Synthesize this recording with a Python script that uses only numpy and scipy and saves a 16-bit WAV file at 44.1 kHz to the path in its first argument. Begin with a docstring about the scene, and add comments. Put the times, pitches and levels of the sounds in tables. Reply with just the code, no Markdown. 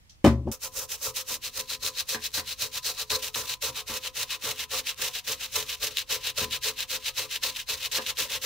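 """A faint tick, then a knock shakes a workbench, and a toothbrush scrubs a wet, foamy circuit board on it.
Stick-slip friction of the bristles makes dense clicks that drive the resonances of brush head and board.
Foam fizzes as its bubbles burst, tufts snap off solder pins, and now and then the board bumps the bench,
exciting its damped modes. A close pair of microphones hears it all in a quiet room."""
import sys
import numpy as np
from scipy import signal
from scipy.fft import rfft, irfft, next_fast_len
from scipy.io import wavfile
from scipy.ndimage import uniform_filter1d

SR = 44100
rng = np.random.default_rng(int(sys.argv[2]) if len(sys.argv) > 2 else 0)


def bounce(signal):
    """Save signal as a 16-bit WAV file at the path given by the first command-line argument."""
    frames = np.transpose(np.atleast_2d(signal))
    limited = np.clip(frames, -1, 1)
    pcm = np.round(limited * 32767).astype(np.int16)
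    wavfile.write(sys.argv[1], SR, pcm)


N = 372644

# Strokes, pull and push in turn: (bite t/s, bearing down t/s, bite level/dB, lift level/dB,
# level at the turn before/dB, rise to the bite/(dB/s), extra ring of the head/dB)
BRUSH_STROKES = [(0.515, 0.03, -35, -40.5, -61.5, 3002, -1), (0.634, 0.041, -31.5, -39, -70, 800, 3),
                 (0.774, 0.064, -32.1, -37.5, -57, 448, 0.5), (0.907, 0.042, -34, -34, -61, 800, 1),
                 (1.045, 0.057, -28.5, -39.5, -49, 450, 3.5), (1.168, 0.046, -28.5, -35.5, -57, 800, 1.5),
                 (1.297, 0.056, -32, -34.5, -57.1, 600, -0.5), (1.443, 0.039, -32, -35, -64, 797, 1.5),
                 (1.578, 0.035, -29.5, -35, -54, 452, -0.5), (1.704, 0.041, -32.5, -31.5, -52, 600, 1),
                 (1.83, 0.054, -33.5, -29.5, -68, 800, 1.5), (1.969, 0.04, -35.2, -29, -51.9, 450, 1.5),
                 (2.09, 0.063, -30.5, -33.5, -57.0, 1111, -0.5),
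                 (2.24, 0.028, -34.5, -30.5, -58, 450, -0.5), (2.345, 0.053, -31, -30, -57.3, 1103, 2.5),
                 (2.479, 0.048, -36.3, -33.5, -60, 450, 0.5), (2.619, 0.05, -26.5, -37.5, -57, 605, -1),
                 (2.739, 0.041, -36.5, -29.5, -51, 600, -1), (2.853, 0.057, -28, -31, -61, 798, 1.5),
                 (2.985, 0.039, -34.5, -30.5, -45, 450, 0), (3.101, 0.061, -28.5, -30, -58, 3200, 4),
                 (3.227, 0.058, -33.5, -35, -43.2, 1100, -0.5), (3.347, 0.066, -33, -31.5, -60, 2200, 1),
                 (3.495, 0.047, -31.5, -35.5, -41, 450, 3.5), (3.626, 0.066, -29.5, -33.5, -76, 1500, 1),
                 (3.767, 0.042, -32.0, -35.5, -48.5, 600, 2.5), (3.879, 0.094, -36, -33.5, -68, 1100, 1.5),
                 (4.049, 0.028, -35.2, -33, -49, 450, 2), (4.164, 0.067, -34.2, -30, -70, 800, 1),
                 (4.31, 0.046, -31.5, -34.8, -52.0, 600, 2.5), (4.439, 0.075, -31.5, -31.5, -65, 600, 1),
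                 (4.593, 0.046, -31.5, -35.5, -46, 602, 1), (4.716, 0.075, -34, -28.5, -68, 799, 2),
                 (4.874, 0.038, -31.5, -30.5, -53, 600, 1.5), (5.019, 0.064, -29, -32.5, -67, 454, -1.5),
                 (5.155, 0.037, -32.5, -35, -46, 452, 1.5), (5.281, 0.051, -29.5, -31.2, -62, 600, 0.5),
                 (5.407, 0.046, -36.5, -31.8, -51, 800, 1.5), (5.56, 0.069, -27, -38.5, -51, 450, -1),
                 (5.702, 0.045, -32.5, -35.5, -46, 450, 0), (5.832, 0.045, -29.5, -30, -54.3, 600, -0.5),
                 (5.971, 0.045, -31.5, -34, -44, 809, 1), (6.108, 0.055, -28.5, -30, -67, 800, -0.5),
                 (6.243, 0.056, -34, -31, -47, 450, -1), (6.382, 0.061, -26.5, -32, -67, 800, 0),
                 (6.528, 0.037, -30, -33.5, -48, 600, -0.5), (6.641, 0.053, -29.2, -27.5, -63, 799, 1.5),
                 (6.791, 0.043, -32, -34, -53.4, 600, 0), (6.907, 0.053, -30.5, -29.5, -60, 800, 0.5),
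                 (7.062, 0.029, -30.5, -30, -51, 452, 1), (7.185, 0.068, -26.5, -37.5, -62, 602, 0.5),
                 (7.312, 0.05, -34, -30.5, -53, 803, -0.5), (7.436, 0.061, -26, -32, -56.6, 1098, 1.5),
                 (7.562, 0.052, -35, -34.7, -46.5, 800, -3.5), (7.689, 0.054, -30, -32.5, -66, 1102, 2),
                 (7.809, 0.052, -36.5, -28.5, -42.5, 450, 0), (7.918, 0.057, -32, -27, -55, 3200, 2.5),
                 (8.064, 0.04, -33, -28.5, -41, 2204, 0), (8.188, 0.067, -27.5, -34, -60, 800, 0),
                 (8.304, 0.056, -36, -27.5, -50, 600, -1), (8.424, 0.032, -36, -27.5, -54.0, 1100, -2)]
# Timbre of a pull as the brush wanders: (t/s, board/dB, scrape/dB, foam/dB, upper board modes/dB)
PULL_TIMBRE = [(0.55, -8.5, -0.5, 13, 2), (1.05, -9, 0, 11, 1), (1.4, -12.5, -2, 4, 1.5),
               (1.7, -12, -6.5, 0, 0.5), (2.3, -10.5, -4, 1, 0), (3.0, -10.5, -6.5, -1, 1),
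               (3.3, -6.5, -1, 5.5, 0), (3.9, -9, 1, 3.5, 2), (4.9, -12.5, 1.5, 2.5, 4.5),
               (5.5, -9.5, 0.5, 3.5, 1), (6.102, -10, -2, -1, 0), (6.9, -13, -0.5, 0.5, 2.5),
               (7.6, -13.5, -1.5, 0, 2.5), (8.3, -7, 0.5, 2, -0.5)]
# Tufts snapping off solder pins: (t/s, level/dB, crack relative to that level/dB)
TUFT_SNAPS = [(2.341, -26, -16), (7.915, -23, -21), (1.8639, -14, -4), (2.5214, -29, -9), (2.7624, -25, -5),
              (3.098, -35, -21), (3.1041, -13.5, -16), (3.106, -21, -13), (3.1185, -23, -15),
              (3.245, -21, -7), (3.3446, -20, -24), (3.349, -15.5, -21), (3.4407, -38, 4),
              (3.5388, -17.5, -21), (3.624, -34, -15), (3.6264, -27, -4), (3.6985, -28, -4),
              (4.0595, -23, -9), (4.4384, -35, -10), (4.878, -24, -10), (5.446, -23, -7), (5.627, -22, -12),
              (5.9711, -9.5, -8.5), (5.9844, -14, -8.5), (5.9918, -18, -2), (6.271, -15, -5),
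              (6.51, -23, -5), (6.5292, -16, -15.5), (6.5636, -32, -18), (6.8055, -14, -7),
              (7.3731, -25, -14), (7.5522, -28, -14), (7.5619, -18.5, -14), (7.567, -22, -4),
              (7.8071, -35, -11), (7.8514, -21, -1), (8.064, -19, -17), (8.171, -21.5, -13.5),
              (8.2052, -19, -1)]
# Blows on the bench: (t/s, thud level/dB, clack level/dB, contact t/ms)
BLOWS = [(0.243, 3.5, -21.5, 1.26), (0.247, -10, -16, 0.72), (0.254, -13, -22.5, 0.75),
         (0.262, 4, -19.5, 1.37), (0.276, -12, -20.5, 1.8), (0.454, -17, -70, 2.6),
         (0.47, -11.5, -51, 1.37), (0.478, -15.5, -49, 1.63), (0.486, -27, -46, 1.8),
         (1.316, -34, -44, 3.4), (1.599, -40, -41, 1.5), (2.146, -26.5, -25, 1.7), (2.378, -30, -24, 1.9),
         (3.123, -33, -25, 1.7), (3.358, -35.5, -27.5, 1.2), (3.896, -26, -45, 3.1),
         (4.441, -33.5, -42, 1.1), (4.992, -38, -38, 1.6), (5.281, -41, -52, 1.8), (6.415, -18, -30, 4.5),
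         (7.983, -31, -22.5, 1.1), (8.211, -37, -37, 1)]
# Modes of the bench: (f/Hz, level/dB, 60 dB decay t/s)
BENCH_MODES = [(72, -12, 0.49), (100.3, -10, 0.14), (123, -16, 0.51), (160, -26, 0.34), (172, -28, 0.21),
               (228, -2, 0.18), (261, -11.5, 0.12), (294, 0.5, 0.062), (378, -4, 0.063), (401, -12, 0.11),
               (558, -5.5, 0.1), (639, -10, 0.077), (685, -8.5, 0.07), (754, -9.5, 0.069), (808, -10, 0.16),
               (884, -13, 0.22), (984, -6, 0.035), (1120, -6, 0.04), (1330, -18, 0.049)]
# Resonances of board, scrape, brush head, snapped pin and clack: (f/Hz, bandwidth/Hz, level/dB)
BOARD_MODES = [(80, 22, -10), (129.1, 9.9, -4.5), (254.3, 3.9, -7), (313.3, 7.5, -10), (432.3, 11.5, 1.5),
               (482, 23, -4.5), (518.1, 9.6, 4.5), (583, 50, -5.5), (731.4, 14.8, -10), (891, 37, -8),
               (965, 7.2, -6.5), (1011.5, 8.4, -0.5), (1076, 14.5, -6), (1168, 36, -6.5),
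               (1264, 13.5, -7.5), (1328, 89, -9.5)]
SCRAPE_MODES = [(1649, 74, -4.5), (1767, 23, 0), (1920, 118, -3.5), (2105, 152, -1), (2614, 383, 1.5),
                (3065, 420, 2.5), (3675, 315, 0)]
HEAD_MODES = [(3861, 99, -1), (4060, 208, 4), (4443, 910, -4)]
PIN_MODES = [(2650, 650, -3), (4000, 600, 0)]
CLACK_MODES = [(1700, 250, 2.5), (1250, 630, 0.5), (4800, 5300, -12.5)]
# Spectral densities of the fizz and of the background: (f/Hz, relative level/dB)
FOAM_SPECTRUM = [(2000, -20.5), (4300, -20), (5000, -4), (5800, 0), (7000, -3), (7700, -6), (9000, -6.5),
                 (10500, -9), (12300, -7), (14000, -7), (15000, -5.5), (16000, -11)]
AIR_SPECTRUM = [(15, -28), (25, -2), (70, 1), (326, -25), (863, -28.5), (1520, -31), (1840, -28.5),
                (4740, -33), (5280, -32.5), (16000, -43)]

PUSH_DB = (-7.5, 2.3, -1.5, 4)  # a push changes board, scrape, foam and upper board modes
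PUSH_THINS_DB = -1.5  # a push drives the deepest scrape resonances less
FALL_DB_PER_S = (679, 806)  # lift of a pull, of a push
CUT_S, CUT_DB_PER_S = 0.511, 900  # the knock's ring cuts off abruptly just before the scrubbing starts
EARLY_CLACK_DB = -9.5  # the first clack resonance is weaker before the scrubbing
TIME = np.arange(N) / SR


def brush(clack):
    """Stick-slip friction: bristle slips follow the stroke, drive head and board, and stir the foam."""
    stroke_db, head_db, push = strokes()
    times, *timbre = np.transpose(PULL_TIMBRE)
    board_db, scrape_db, foam_db, upper_db = (
        np.interp(TIME, times, db) + change_db * push for db, change_db in zip(timbre, PUSH_DB))
    # head, scrape and foam share the stroke level, adding in power
    total = np.sqrt(undb(head_db) ** 2 + undb(scrape_db) ** 2 + undb(foam_db) ** 2)
    envelope = undb(stroke_db + 1.52 * flicker(120)) / total
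    slips, bubbles = clicks(9000, spread_db=1.1), clicks(9000, spread_db=2.9)
    head = level(resonate(pair(slips, 0.7, 2.94), HEAD_MODES), 0.056) * undb(head_db)
    wet_slips = pair(slips + 0.78 * bubbles, 0.84, 2.1)
    scrape = resonate_split(wet_slips, SCRAPE_MODES, PUSH_THINS_DB * push, 0, count=4)
    scrape = level(scrape, 1.48) * undb(scrape_db)
    fizz = colour(pair(0.96 * slips + bubbles, 0.21, -2.0), FOAM_SPECTRUM)
    foam = level(fizz, 2.4) * undb(foam_db)
    # slips and clacks force the board, which rings on after each lift
    drive = pair(slips, 0.86, 2.9) * undb(stroke_db + board_db + 21.0 + 2.4 * flicker(40))
    board = resonate_split(drive + undb(16) * clack, BOARD_MODES, 0, upper_db, count=8)
    return envelope * (head + scrape + foam) + board


def strokes():
    """Amplitude envelope of bite, bearing down and lift: level/dB, head ring/dB, and 1 during a push."""
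    bite, hold, bite_db, lift_db, turn_db, rise, head_db = np.transpose(BRUSH_STROKES)[:, :, None]
    t = np.arange(N // 40 + 2) * 40 / SR
    fall = np.resize(FALL_DB_PER_S, len(BRUSH_STROKES))[:, None]
    bearing_db = bite_db + (lift_db - bite_db) * np.clip((t - bite) / hold, 0, 1)
    each_db = bearing_db - rise * np.maximum(bite - t, 0) - fall * np.maximum(t - bite - hold, 0)
    # the bristles never quite leave the board where the brush turns
    turns = (bite[1:, 0] + (bite + hold)[:-1, 0]) / 2
    db = np.maximum(each_db.max(axis=0), np.interp(t, turns, turn_db[1:, 0]))
    db[t < bite[0]] = -120
    stroke = np.searchsorted(turns, TIME)
    ring_db, push = uniform_filter1d([head_db[stroke, 0], stroke % 2], SR // 50)
    return np.interp(TIME, t, db), ring_db, push


def snaps():
    """Impulse excitation: a tuft's sudden release rings pin and head and cracks in the treble."""
    ring, crack = np.zeros((2, N))
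    for start, db, treble_db in TUFT_SNAPS:
        ring[int(start * SR)] += undb(db)
        crack[int(start * SR)] += undb(db + treble_db)
    snap = undb(22) * resonate(ring, PIN_MODES) + undb(10) * resonate(crack, [(12900, 15000, 0)])
    return room(snap, wet_db=-4.5, t60=0.0084)


def bench_thuds():
    """Modal superposition: blows ring the bench, duller for a longer contact; loose things rattle on."""
    force = np.zeros((2, N + SR))  # rows: blows before and after CUT_S
    t = np.arange(SR) / SR
    noise = rng.standard_normal((len(BLOWS), SR // 2))
    for (start, db, _, contact_ms), rattle in zip(BLOWS, noise):
        i, row = int(start * SR), int(start > CUT_S)
        phase = t[:SR // 100] * 1000 / contact_ms
        pulse = (phase < 1) * np.sin(np.pi * phase) ** 2 / np.sum(phase < .5)
        force[row, i:i + SR // 100] += undb(db) * pulse
        force[row, i:i + SR // 2] += undb(db - 38.5) * uniform_filter1d(rattle, 50) * fade(0.37, .5)
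    ring = sum((-1) ** k * undb(db) * np.sin(2 * np.pi * hz * t) * fade(t60, 1)
               for k, (hz, db, t60) in enumerate(BENCH_MODES))
    knock, bumps = signal.oaconvolve(force, ring[None], axes=1)[:, :N]
    cut = undb(-CUT_DB_PER_S * np.maximum(TIME - CUT_S, 0))
    return undb(-10) * room(knock * cut + bumps, wet_db=-15, t60=0.02)


def clack_bursts():
    """Impact noise: at each blow the board claps on the bench in a burst of grit."""
    bursts, noise = np.zeros(N + SR), rng.standard_normal((len(BLOWS), SR // 4))
    for (start, _, db, _), grit in zip(BLOWS, noise):
        i = int(start * SR)
        bursts[i:i + SR // 4] += undb(db) * grit * fade(0.037, .25)
    return bursts[:N]


def clack_ring(clack):
    """Forced vibration: the board's claps drive broad resonances that echo in the room."""
    first_db = EARLY_CLACK_DB * (TIME < CUT_S)
    ring = resonate_split(clack, CLACK_MODES, first_db, 0, count=1)
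    return room(undb(6.5) * ring, wet_db=0.5, t60=0.18)


def foam_pops():
    """A Poisson process: once the brush has stirred the foam, scattered bubbles burst."""
    bursts = pair(clicks(150, spread_db=10.5), 0.26, -1.0) * (TIME > BRUSH_STROKES[0][0])
    return level(resonate(bursts, [(4040, 6700, 12), (11000, 8300, -14)]), -66.5)


def tick(start_s=0.095):
    """Band-limited noise in exponential decay: a faint tick that dies away as a high hiss."""
    burst, i = np.zeros((2, N)), int(start_s * SR)
    burst[:, i:i + SR // 5] = undb(-41.5) * rng.standard_normal((2, SR // 5)) * fade(0.18, .2)
    return resonate(burst, [(5870, 1140, 3.5), (3500, 1800, -3)])


def air():
    """Stationary noise: room rumble and microphone hiss, most alike left and right in the bass."""
    mid, side = colour(rng.standard_normal((2, N)), AIR_SPECTRUM)
    side = colour(side, [(200, -5.0), (900, 3.5)])
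    return level(np.array([mid + side, mid - side]), -57.5)


def room(x, wet_db, t60):
    """Reverberation: direct sound plus decaying echoes that differ at each microphone."""
    echo = rng.standard_normal((2, SR // 5)) * fade(t60, .2)
    echo *= undb(wet_db) / np.sqrt(np.sum(echo ** 2, axis=1, keepdims=True))
    return x + signal.oaconvolve(x * np.ones((2, 1)), echo, axes=1)[:, :N]


def pair(x, alike, pan_db):
    """Partial coherence: two microphones share a fraction of a wide source's power."""
    return (np.sqrt(alike) * x[0] + np.sqrt(1 - alike) * x[1:]) * undb([[pan_db / 2], [-pan_db / 2]])


def clicks(per_s, spread_db):
    """Shot noise: random impulses of uneven size; rows: shared, left only, right only."""
    size = undb(spread_db * np.minimum(rng.exponential(size=N), 4))
    return level((rng.random(N) < per_s / SR) * size * rng.standard_normal((3, N)), 0)


def flicker(per_s):
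    """Random modulation: values joined by straight ramps, with a spread near 1."""
    step = int(SR / per_s)
    held = np.repeat(rng.standard_normal(N // step + 1), step)
    return 1.09 * uniform_filter1d(held, step)[:N]


def resonate(x, modes):
    """Resonance: second-order band-passes summed with alternating sign."""
    return through(x, lambda f: sum((-1) ** k * undb(db) / (1 + 1j * (f - hz * hz / f) / width)
                                    for k, (hz, width, db) in enumerate(modes)))


def resonate_split(x, modes, first_db, rest_db, count):
    """Superposition: the first count modes and the rest are driven with separate strengths."""
    return resonate(x * undb(first_db), modes[:count]) + resonate(x * undb(rest_db), modes[count:])


def colour(x, points):
    """Spectral shaping by (f/Hz, level/dB) points joined over log frequency."""
    hz, db = np.transpose(points)
    return through(x, lambda f: undb(np.interp(np.log(f), np.log(hz), db)))


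def through(x, response):
    """Linear filtering: the spectrum is multiplied by a frequency response."""
    size = next_fast_len(N + SR // 4)
    hz = np.fft.rfftfreq(size, 1 / SR) + 1
    return irfft(rfft(x, size) * response(hz), size)[..., :N]


def fade(t60, length_s):
    """Exponential decay of 60 dB in t60 seconds."""
    return undb(-60 * np.arange(int(length_s * SR)) / SR / t60)


def level(x, db):
    """Normalisation to an rms level."""
    return x * undb(db) / np.sqrt(np.mean(x ** 2))


def undb(db):
    """Amplitude ratio of a level in decibels."""
    return 10 ** (np.asarray(db) / 20)


def scene():
    """Superposition of all sources at the two microphones."""
    clack = clack_bursts()
    close = room(brush(clack) + snaps() + tick() + foam_pops(), wet_db=-24.5, t60=0.13)
    return close + bench_thuds() + clack_ring(clack) + air()


def record(dry):
    """Band limiting: the recorder's steep low-pass cuts off above 15.7 kHz."""
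    return signal.sosfilt(signal.ellip(10, .2, 70, 15700, fs=SR, output="sos"), dry)


dry = scene()
out = record(dry)
bounce(out)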